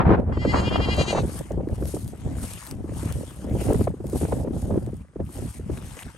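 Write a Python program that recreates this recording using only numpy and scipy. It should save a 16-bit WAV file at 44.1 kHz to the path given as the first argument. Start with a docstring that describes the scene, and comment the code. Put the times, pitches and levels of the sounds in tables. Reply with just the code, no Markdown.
"""Wind buffets the two microphone ports of a hand-held camera, and a young goat bleats once across the pasture;
from about 1.2 s someone walks through dry grass, over a faint steady hiss. The bleat is a throbbing train of
vocal-fold pulses, filtered by the resonances of throat and mouth. Each stride scrapes the stalks and snaps a
few, and twigs crunch underfoot near the end. Turbulent pressure at the ports makes the rumble, flutter and
thuds of the wind."""
import sys
import numpy as np
from scipy import signal
from scipy.fft import rfft, irfft
from scipy.io import wavfile
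from scipy.ndimage import uniform_filter1d, map_coordinates

SR = 44100
rng = np.random.default_rng(int(sys.argv[2]) if len(sys.argv) > 2 else 0)


def wav_record(signal):
    """Record a signal, one row per channel, as 16-bit PCM in the file named by sys.argv[1]."""
    frames = np.transpose(np.atleast_2d(signal))
    bounded = np.clip(frames, -1, 1)
    # unit amplitude maps onto the largest positive 16-bit level
    quanta = np.round(bounded * 32767).astype(np.int16)
    wavfile.write(sys.argv[1], SR, quanta)


N = 272449
T, HZ = np.arange(N) / SR, np.fft.rfftfreq(N, 1 / SR)

# Phase lead of the bleat at the left port (frequency [Hz], phase [rad])
GOAT_LEAD = [(400, 0), (1900, 2.2), (2760, 6.2), (4800, 7.3), (6000, 6.2), (8900, 6.1), (11600, 0)]
def goat():
    """Source-filter principle: the folds drive the vocal tract, and the call reflects off the land."""
    t = T[:round(1.3 * SR)]
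    pulses, effort_db = vocal_folds(t)
    call = np.zeros(N)
    add(call, 0, 2.7 * vocal_tract(t, pulses, effort_db) * gain_of(uniform_filter1d(effort_db, 200)))
    left_db = [(1300, .83), (2400, 4.9), (4400, 5.7), (8000, 4.8), (15000, .5)]
    return ports(reflections(call), GOAT_LEAD, left_db)


# Throbs of the bleat (trough time [s], trough pitch [Hz], trough effort [dB],
# crest time [s], crest pitch [Hz], crest effort [dB], rebound pitch [Hz])
THROBS = [(.323, 408, -64, .35, 409, -55, 388), (.38, 385, -59, .434, 408, -46, 387),
          (.46, 386, -54, .512, 412, -40, 392), (.54, 390, -47, .594, 413, -38, 394),
          (.624, 391, -48, .682, 410, -34, 394), (.708, 391, -43, .76, 410, -33.5, 396),
          (.79, 392, -47, .846, 407, -34, 392), (.872, 392, -44, .932, 410, -32, 398),
          (.968, 386, -46, 1.016, 407, -30.5, 400), (1.058, 376, -53, 1.106, 409, -31.5, 398),
          (1.147, 370, -53, 1.192, 391, -43, 366)]
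END_S, END_HZ, END_DB, BREAK_HZ = 1.225, 365, -64, 392
def vocal_folds(t):
    """Glottal pulses: pitch and effort climb in each throb, break, and sag into the next."""
    low_s, low_hz, low_db, crest_s, crest_hz, crest_db, rebound_hz = np.transpose(THROBS)
    # after each crest the folds lose tension: a quick dip, then a short rebound
    times = np.ravel([low_s, crest_s - .018, crest_s, crest_s + .012, crest_s + .022], "F")
    pitches = np.ravel([low_hz, crest_hz - 2, crest_hz, np.minimum(BREAK_HZ, rebound_hz), rebound_hz], "F")
    hz = np.interp(t, [*times, END_S], [*pitches, END_HZ])
    times = np.ravel([low_s, crest_s - .022, crest_s + .009], "F")
    efforts = np.ravel([low_db, crest_db - 1, crest_db], "F")
    effort_db = np.interp(t, [*times, END_S], [*efforts, END_DB], left=-120, right=-120)
    jitter = 1 + .005 * wobble(200)[:len(t)]
    cycles = np.cumsum(uniform_filter1d(hz, 170) * jitter) / SR
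    tone = unit_rms(sum(np.cos(2 * np.pi * k * cycles) / (1 + (k / 15) ** 3) for k in range(1, 32)))
    breath = unit_rms((.9 + np.exp(-(cycles % 1) / .096)) * rng.standard_normal(len(t)))
    rough = .2 + .4 * sum(np.exp(-((t - s - .016) / .007) ** 2) for s in crest_s)
    return (1 - rough) * tone + rough * breath, effort_db


# Formant groups (frequency before shifting [Hz], bandwidth [Hz], relative gain [dB])
MAIN = [(2890, 1400, -6), (3230, 580, 4.5), (10530, 510, -7)]
LOW = [(1560, 250, -10), (2034, 420, 4.5)]
TOP = [(6430, 760, 1.5), (7080, 1180, 6), (8270, 2300, 2.5)]
# Upper formants (offset from their gliding base [Hz], bandwidth [Hz], relative gain [dB])
UPPER = [(60, 1080, 8.4), (675, 930, 1.1)]
# Vowel colour against the main group (time [s], low [dB], upper [dB], top [dB])
VOWEL = [(.345, 1.5, -9, -10.5), (.507, 5, -6, -9), (.6, -10, -7, -6), (.675, -17, -15.5, -18),
         (.76, -11, -16, -18), (.84, -7.5, -11.5, -16), (.92, -7, -10.5, -15), (1.01, -14, -7, -7),
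         (1.1, -10, -7.5, -4.5), (1.2, -24, -2, 0.5)]
def vocal_tract(t, pulses, effort_db):
    """Formant filtering: gliding resonances of throat and mouth shape the vowel."""
    vowel_s, *vowel_db = np.transpose(VOWEL)
    dip_db = uniform_filter1d(np.maximum(effort_db, END_DB), round(.09 * SR)) - effort_db
    # the upper and top groups smooth over a share of the throbbing
    low, upper, top = (gain_of(np.interp(t, vowel_s, db) + share * np.minimum(dip_db, 12))
                       for db, share in zip(vowel_db, [0, .41, .58]))
    groups = [(MAIN, 1, -2800 * np.maximum(t - 1.084, 0)),  # sinks as the call dies
              (LOW, low, 0),
              (UPPER, upper, 4430 - 940 * (t - THROBS[0][3])),  # sinks as the mouth opens
              (TOP, top, -730 * (t - .9))]
    return sum(gain * gain_of(db) * resonate(pulses, hz + shift_hz, width)
               for formants, gain, shift_hz in groups for hz, width, db in formants)


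# Lag of the ground echo as the head moves (time [s], delay [ms])
GROUND_ECHO = [(.35, .4), (.5, .42), (.6, .428), (.76, .41), (.9, .424), (1.0, .44), (1.12, .447),
               (1.2, .47)]
def reflections(call):
    """Comb filtering by a dull ground echo; scattering by grass and rocky slope adds a short tail."""
    delay = np.interp(T, *np.transpose(GROUND_ECHO)) * SR / 1000
    call = call + gain_of(-4) * map_coordinates(uniform_filter1d(call, size=4), [np.arange(N) - delay])
    tail = rng.standard_normal((2, 6000)) * gain_of(-60 * T[:6000] / .08)
    tail /= np.linalg.norm(tail[0])
    return call + gain_of(-11) * signal.oaconvolve(call[None], tail, axes=1)[:, :N]


# Legs sweeping the grass (entry time [s], exit time [s], entry swish [dB], exit swish [dB],
# rustle against swish [dB])
STRIDES = [(1.23, 1.392, -54, -45.5, -5.5), (1.433, 1.53, -62, -66, -4), (1.724, 1.759, -62.5, -54.5, -5),
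           (1.89, 2.117, -45.5, -58.5, -16.5), (2.18, 2.337, -63, -67.5, 4),
           (2.434, 2.719, -45, -52.5, -5.5), (2.983, 3.452, -49, -60, -5), (3.616, 3.854, -44, -52, -8),
           (4.169, 4.437, -44, -56.5, -12), (4.583, 5.024, -54, -72, -6), (5.351, 5.578, -50.5, -53, -8.5),
           (5.76, 5.796, -53, -59, -3), (5.86, 6.033, -53.5, -53, -1), (6.08, 6.183, -62, -71.5, 4)]
RISE_DB_PER_S, DROP_DB, DROP_S, SETTLE_DB_PER_S = 172, 9, .014, 116
def stride_powers():
    """Incoherent sources add in power: each leg pushes in, drags, pulls out, and the stalks settle."""
    swish, rustle = np.zeros((2, N))
    for enter, leave, enter_db, leave_db, rustle_db in STRIDES:
        before, after = np.maximum(enter - T, 0), np.maximum(T - leave, 0)
        db = np.interp(T, [enter, leave], [enter_db, leave_db]) - RISE_DB_PER_S * before
        db -= DROP_DB * np.minimum(after / DROP_S, 1) + SETTLE_DB_PER_S * after
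        peak_db = max(enter_db, leave_db)
        swish += gain_of(db) ** 2
        rustle += gain_of(peak_db + rustle_db + .61 * (db - peak_db)) ** 2
    return swish, rustle


# Spectra of fine and coarse scrapes (frequency [Hz], relative level [dB])
SWISH = [(2500, -13), (5500, -9), (7500, -5.5), (9000, 1), (10300, 2), (11500, -2), (12700, -14),
         (13600, -27), (15500, -21)]
RUSTLE = [(300, -22), (900, 5), (1700, 2.5), (2900, 0), (4300, -9), (6000, -6.5), (9000, -3), (13000, -62)]
# Likeness of the two ports (frequency [Hz], correlation [0-1])
GRASS_CORRELATION = [(800, 1), (2000, 0.59), (4000, 0.31), (8000, 0.8), (15000, 1)]
# Phase lead of the left port (frequency [Hz], phase [rad])
GRASS_LEAD = [(300, 0), (1900, 1.1), (6600, .5), (7750, 1.1), (8870, -.4), (11700, -6), (14600, -12.6)]
# Left port against right (frequency [Hz], level difference [dB])
GRASS_LEFT = [(700, 16.5), (1300, 9), (2400, 5), (4400, 8), (8100, 3), (15000, -2.5)]
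def grass():
    """Friction noise: thousands of tiny, uneven stalk scrapes follow the legs, with a few snaps."""
    swish, rustle = stride_powers()
    out = np.zeros((2, N))
    for spectrum, power, db, per_s, spread_db, patch_db in [(SWISH, swish, 4.5, 9000, 3.5, 1.5),
                                                            (RUSTLE, rustle, 4, 5000, 3, 3.5)]:
        scrapes = (impulses(per_s, spread_db, cap=6) + .6) * rng.standard_normal((2, N))
        envelope = np.sqrt(power) * gain_of(db + 1.6 * wobble(74))
        out += envelope * patchy(coloured(pair(scrapes, GRASS_CORRELATION), spectrum), patch_db)
    return ports(out + snaps(), GRASS_LEAD, GRASS_LEFT)


# Breaking stalks (time [s], relative peak level [dB], frequency [Hz])
SNAPS = [(0.201, -49, 8900), (0.967, -27, 9000), (0.981, -35, 10000), (1.52, -37.5, 6640),
         (1.688, -40, 1800), (1.85, -42, 11100), (1.856, -29, 9200), (2.0785, -28, 9600),
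         (2.385, -39, 1300), (2.419, -34, 8960), (2.439, -35, 8060), (2.6268, -36, 1120),
         (2.6675, -27, 11600), (2.673, -29, 8700), (2.712, -22, 10500), (2.937, -44, 1690),
         (3.125, -22, 9600), (3.132, -48, 4000), (3.3083, -39, 1170), (3.497, -41, 3230),
         (3.7336, -22, 9000), (3.842, -31, 7700), (4.069, -29, 9100), (4.0995, -28, 8800),
         (4.195, -44, 8900), (4.864, -35, 8350), (4.9425, -46, 8750), (4.9687, -44, 9300),
         (5.084, -54, 2000), (5.2525, -45, 9400), (5.265, -46, 2780), (5.2913, -42, 1090),
         (5.7357, -46, 2800), (5.8245, -43, 1300), (6.059, -42, 4200)]
def snaps():
    """Brittle fracture: a stalk gives a heavily damped ring and a tick of noise."""
    out, t = np.zeros(N), T[:200]
    for s, db, hz in SNAPS:
        ring = np.sin(2 * np.pi * hz * t) * t * hz * np.exp(-t * hz / .8)
        snap = ring + .15 * rng.standard_normal(len(t)) * np.exp(-t / .0008)
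        add(out, s, gain_of(db + 2.5) * snap / abs(snap).max())
    return out


# Twigs crushed underfoot (time [s], duration [s], level before filtering [dB])
CRUNCHES = [(5.774, 0.0048, -38.5), (5.987, 0.0124, -42), (6.02, 0.014, -41)]
# Spectrum of a crack (frequency [Hz], relative level [dB])
TWIG = [(500, -9), (1200, -2.5), (2800, 2.5), (4200, -10.5), (9000, -29)]
def twigs():
    """Repeated fracture: each crunch is a clump of broadband cracks."""
    cracks = np.zeros(N)
    for s, duration, db in CRUNCHES:
        noise, chance = rng.standard_normal((2, 1200))
        clumps = uniform_filter1d(chance, size=30) ** 2
        add(cracks, s, gain_of(db) * unit_rms((noise * clumps)[:round(duration * SR)]))
    cracks = irfft(rfft(cracks) * gain_of(6 + curve(TWIG)), N)
    return ports(cracks[None], GRASS_LEAD, [(1000, 4.5), (9000, 1.5)])


# Wind strength (time [s], relative rumble level [dB], flutter against rumble [dB])
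WIND = [(0.0, -17, -8), (0.05, -24, -4.5), (0.09, -14.5, -5), (0.19, -21, 1.5), (0.34, -29.5, -12.5),
        (0.38, -23.5, -9.5), (0.6, -24, -6), (0.92, -26, -6), (1.02, -22, -6), (1.055, -32, -8),
        (1.1, -28.5, 0.5), (1.2, -25, -3), (1.24, -22, -8.5), (1.32, -31.5, -10.5), (1.47, -40.5, -12.5),
        (1.53, -28, -5.5), (1.76, -33, -10), (1.96, -28, -12.5), (2.01, -35.5, -7), (2.05, -27, -18),
        (2.17, -45.5, -11), (2.27, -27, -11), (2.67, -47.5, -11.5), (2.72, -33.5, -13),
        (3.18, -29.5, -13.5), (3.35, -47.5, -8.5), (3.54, -25, -9), (3.66, -28.5, 0), (3.68, -19, -8.5),
        (3.9, -26.5, -17.5), (3.96, -36.5, -11.5), (4.25, -23.5, -3.5), (4.65, -33.5, -9.5),
        (4.731, -21.5, -7), (4.84, -28, -8), (5.02, -40, -20.5), (5.15, -59, -17), (5.21, -27, -9),
        (5.26, -33.5, -23.5), (5.33, -47.5, -1), (5.42, -25, -8), (5.51, -41, -28), (5.54, -59, -5),
        (5.59, -30.5, -15), (5.67, -39, -10), (5.71, -27, -12), (5.76, -37, -12), (5.9, -42, -12),
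        (5.94, -36, -15), (6.01, -54, -10), (6.07, -36, -15), (6.12, -52, -14), (6.15, -43, -18),
        (6.18, -64, -7)]
# Rasp of the strong early gusts (time [s], relative level [dB])
RASP_LEVEL = [(0.0, -19), (0.012, -19), (0.045, -32), (0.075, -25), (0.15, -20), (0.165, -33), (0.23, -49),
              (0.378, -41), (0.39, -57), (0.452, -28.5), (0.488, -54), (0.544, -19), (0.626, -32.5),
              (1.122, -35.5), (1.186, -24.5), (1.206, -48), (1.45, -72)]
# Spectra of the three wind bands (frequency [Hz], relative level [dB])
RUMBLE = [(28, -43), (55, 5.5), (100, 3), (200, -3.5), (300, -13), (600, -84)]
FLUTTER = [(120, -37), (250, 0), (400, -3), (800, -12.5), (1300, -36.5), (3000, -94)]
RASP = [(500, -0.5), (1000, 1.5), (2000, -13), (4000, -35), (8000, -62), (11000, -98)]
def wind():
    """Turbulent pressure at the ports: lumpy rumble, bursts of flutter, and rasp in strong gusts."""
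    s, rumble_db, flutter_db = np.transpose(WIND)
    rasp_db = np.interp(T, *np.transpose(RASP_LEVEL), right=-90)
    gust, burst = wobble(23), wobble(135)
    bands = [(RUMBLE, np.interp(T, s, rumble_db) + 1.3, 2.94 * gust + 1.72 * burst, .74),
             (FLUTTER, np.interp(T, s, rumble_db + flutter_db) - .5, 4.3 * (gust + burst), .64),
             (RASP, rasp_db, .63 * gust + 2.7 * burst, .3)]
    out = np.zeros((2, N))
    for spectrum, db, lumps_db, correlation in bands:
        noise = pair(rng.standard_normal((2, N)), [(20, correlation), (9000, correlation)])
        out += gain_of(db) * unit_rms(gain_of(lumps_db)) * coloured(noise, spectrum)
    return gain_of([[.4], [-.4]]) * out


# Eddies breaking on the ports (time [s], relative peak level [dB], nominal frequency [Hz],
# harsh edge against thud [dB])
EDDIES = [(0.093, -7, 370, -11), (0.117, -24.5, 420, 3), (0.135, -10.5, 320, -15), (0.158, -23, 495, -19),
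          (0.183, -27, 430, -39), (0.324, -25, 480, -4), (0.373, -14.5, 415, -12), (0.454, -8, 440, -29),
          (0.546, -15, 408, -14), (0.623, -17, 450, -22), (0.759, -14, 550, -2), (0.802, -20.5, 426, -2),
          (0.887, -13, 473, -11), (0.984, -15, 520, -18), (1.012, -12, 462, -10.5), (1.08, -22, 371.4, -21),
          (1.13, -13.5, 591, -12), (1.152, -11.5, 599, -24), (1.176, -15, 720, -20), (1.186, -19, 609, -2),
          (1.248, -22, 425, -23), (1.51, -18.5, 504, -36), (1.642, -33, 423, -37), (1.674, -14.5, 352, -51),
          (1.826, -16, 341, -18.5), (1.943, -14.5, 387, -50), (1.969, -22, 554, -28),
          (2.256, -26, 370, -35), (2.845, -20, 322, -40), (2.894, -25, 343, -18), (3.032, -21, 332, -37),
          (3.447, -19.5, 329, -42), (3.686, -19.5, 318, -39), (3.708, -11, 513, -40),
          (3.726, -9.5, 424, -20), (3.746, -12, 376, -15), (3.812, -8.5, 346, -44),
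          (3.875, -10.5, 584, -15), (3.942, -21, 340, -39), (4.005, -21.5, 370, -51),
          (4.134, -15.5, 354, -61), (4.215, -18, 445, -16), (4.232, -16, 400, -40), (4.252, -30, 504, 0),
          (4.314, -29, 552, -13), (4.326, -11.5, 595, -18), (4.344, -31, 507, -20), (4.372, -33, 480, -22),
          (4.474, -17, 374, -26), (4.709, -18.5, 510, -33), (4.741, -16, 368, -44),
          (4.779, -14.5, 350, -42), (4.83, -26.5, 393, -40), (4.893, -31.5, 580, -40),
          (5.162, -20.5, 359, -36), (5.199, -21.5, 430, -47), (5.598, -23, 407, -40), (5.7, -13, 370, -42)]
EDDY_DECAY_S, EDDY_GLIDE_S = .0031, .0094
def eddies():
    """Pressure transients: each passing eddy is a ragged, falling thud with a harsh edge."""
    out, t = np.zeros((2, N)), T[:2000]
    harsh = np.array([coloured(rng.standard_normal(N), RASP) for port in "LR"])
    envelope = t ** 2 * np.exp(-t / EDDY_DECAY_S)
    for s, db, hz, edge_db in EDDIES:
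        common, *sides = rng.standard_normal((3, len(t)))
        glide = eddy_glide(hz, t)
        swing = np.sin(2 * np.pi * np.cumsum(glide) / SR + common[0])
        ragged = np.array([unit_rms(resonate(common + .85 * own, glide, .73 * hz)) for own in sides])
        thud = (swing + .5 * ragged) * envelope
        edge = harsh[:, round(s * SR):][:, :len(t)] * (envelope / envelope.max()) ** 3
        add(out, s - .005, gain_of(db - 3.5) * (thud / abs(thud[0]).max() + gain_of(edge_db + 1.5) * edge))
    return out


def eddy_glide(hz, t):
    """Exponential glide: the pressure swing slows as an eddy passes."""
    return hz * (.3 + 1.333 * np.exp(-t / EDDY_GLIDE_S))


def small_eddies():
    """Shot noise: a dense random run of small falling thuds follows the wind strength."""
    out, t = np.zeros((2, N)), T[:2500]
    envelope = t ** 2 * np.exp(-t / EDDY_DECAY_S)
    arrivals = impulses(per_s=45, spread_db=5, cap=4)
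    kind = rng.integers(0, 12, N)
    for k, hz in enumerate(np.geomspace(230, 520, num=12)):
        common, *sides = rng.standard_normal((3, len(t)))
        ragged = np.array([resonate(common + .9 * own, eddy_glide(hz, t), .44 * hz) for own in sides])
        out += signal.oaconvolve((arrivals * (kind == k))[None], unit_rms(ragged * envelope), axes=1)[:, :N]
    s, rumble_db, flutter_db = np.transpose(WIND)
    return gain_of(np.interp(T, s, rumble_db + .63 * flutter_db) - 1.5) * unit_rms(out)


# Spectrum of the open pasture (frequency [Hz], relative level [dB])
PASTURE = [(300, -14), (1200, 18), (2200, 8), (3200, -1), (6000, -2), (8500, 1.5), (9700, 11), (10400, -27),
           (12000, -47)]
def pasture():
    """Ambient noise floor: a faint, nearly steady hiss."""
    hiss = coloured(pair(rng.standard_normal((2, N)), GRASS_CORRELATION), PASTURE)
    return gain_of(-66.5 + 1.2 * wobble(15)) * ports(hiss, GRASS_LEAD, [(100, .5), (9000, .5)])


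def gain_of(db):
    """Decibels to amplitude ratio."""
    return 10 ** (np.asarray(db) / 20)


def unit_rms(x):
    """Normalisation to rms 1."""
    return x / np.sqrt(np.mean(x ** 2) + 1e-20)


def curve(points):
    """Interpolation of a table over log frequency."""
    hz, value = np.transpose(points)
    return np.interp(np.log(HZ + 1), np.log(hz + 1), value)


def coloured(x, spectrum):
    """Spectral shaping, at rms 1."""
    return unit_rms(irfft(rfft(x) * gain_of(curve(spectrum)), N))


def wobble(hz):
    """Low-pass noise: a random drift of rms 1, up to about hz."""
    return coloured(rng.standard_normal(N), [(hz / 8, -1), (hz, -6), (hz * 2, -40), (hz * 4, -90)])


def impulses(per_s, spread_db, cap):
    """Poisson arrivals of uneven size, spanning cap times spread_db."""
    return gain_of(spread_db * np.minimum(rng.exponential(1, N), cap)) * (rng.random(N) < per_s / SR)


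def patchy(x, depth_db):
    """Spectral modulation: random louder and softer patches, about 800 Hz by 50 ms."""
    z = signal.stft(x, nperseg=512, noverlap=384)[2]
    patches = rng.standard_normal(z.shape[:0:-1]).T
    patches = uniform_filter1d(uniform_filter1d(patches, size=9, axis=0), size=18, axis=1)
    z *= gain_of(depth_db * unit_rms(patches))
    return unit_rms(signal.istft(z, nperseg=512, noverlap=384)[1][:, :N])


def add(mix, s, sound):
    """Superposition of a sound at time s."""
    part = mix[..., round(s * SR):][..., :sound.shape[-1]]
    part += sound[..., :part.shape[-1]]


def resonate(x, hz, width):
    """Heterodyne resonance of gain 1: shift hz down to zero, smooth twice, shift back."""
    carrier = np.exp(2j * np.pi * np.cumsum(hz * np.ones(len(x))) / SR)
    r = np.exp(-np.pi * width / SR)
    return 2 * (carrier * signal.lfilter([(1 - r) ** 2], [1, -2 * r, r * r], x / carrier)).real


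def pair(noises, correlation):
    """Partial coherence: two independent noises mix into two partly alike ones."""
    z, alike = rfft(noises), np.clip(curve(correlation), 0, 1)
    return irfft(np.array([z[0], alike * z[0] + np.sqrt(1 - alike ** 2) * z[1]]), N)


def ports(x, lead, left_db):
    """Stereo cues: the two ports differ in phase and level."""
    z, tilt = rfft(x), gain_of(curve(left_db) / 2)
    return irfft(np.array([z[0] * tilt, z[-1] / tilt * np.exp(-1j * curve(lead))]), N)


def scene():
    """Superposition of all sources at the ports."""
    return goat() + wind() + eddies() + small_eddies() + grass() + twigs() + pasture()


def record(dry):
    """Band limiting: a steep low-pass at 15850 Hz."""
    return signal.oaconvolve(dry, signal.firwin(511, 15850, window=("kaiser", 9), fs=SR)[None], "same")


dry = scene()
out = record(dry)
wav_record(out)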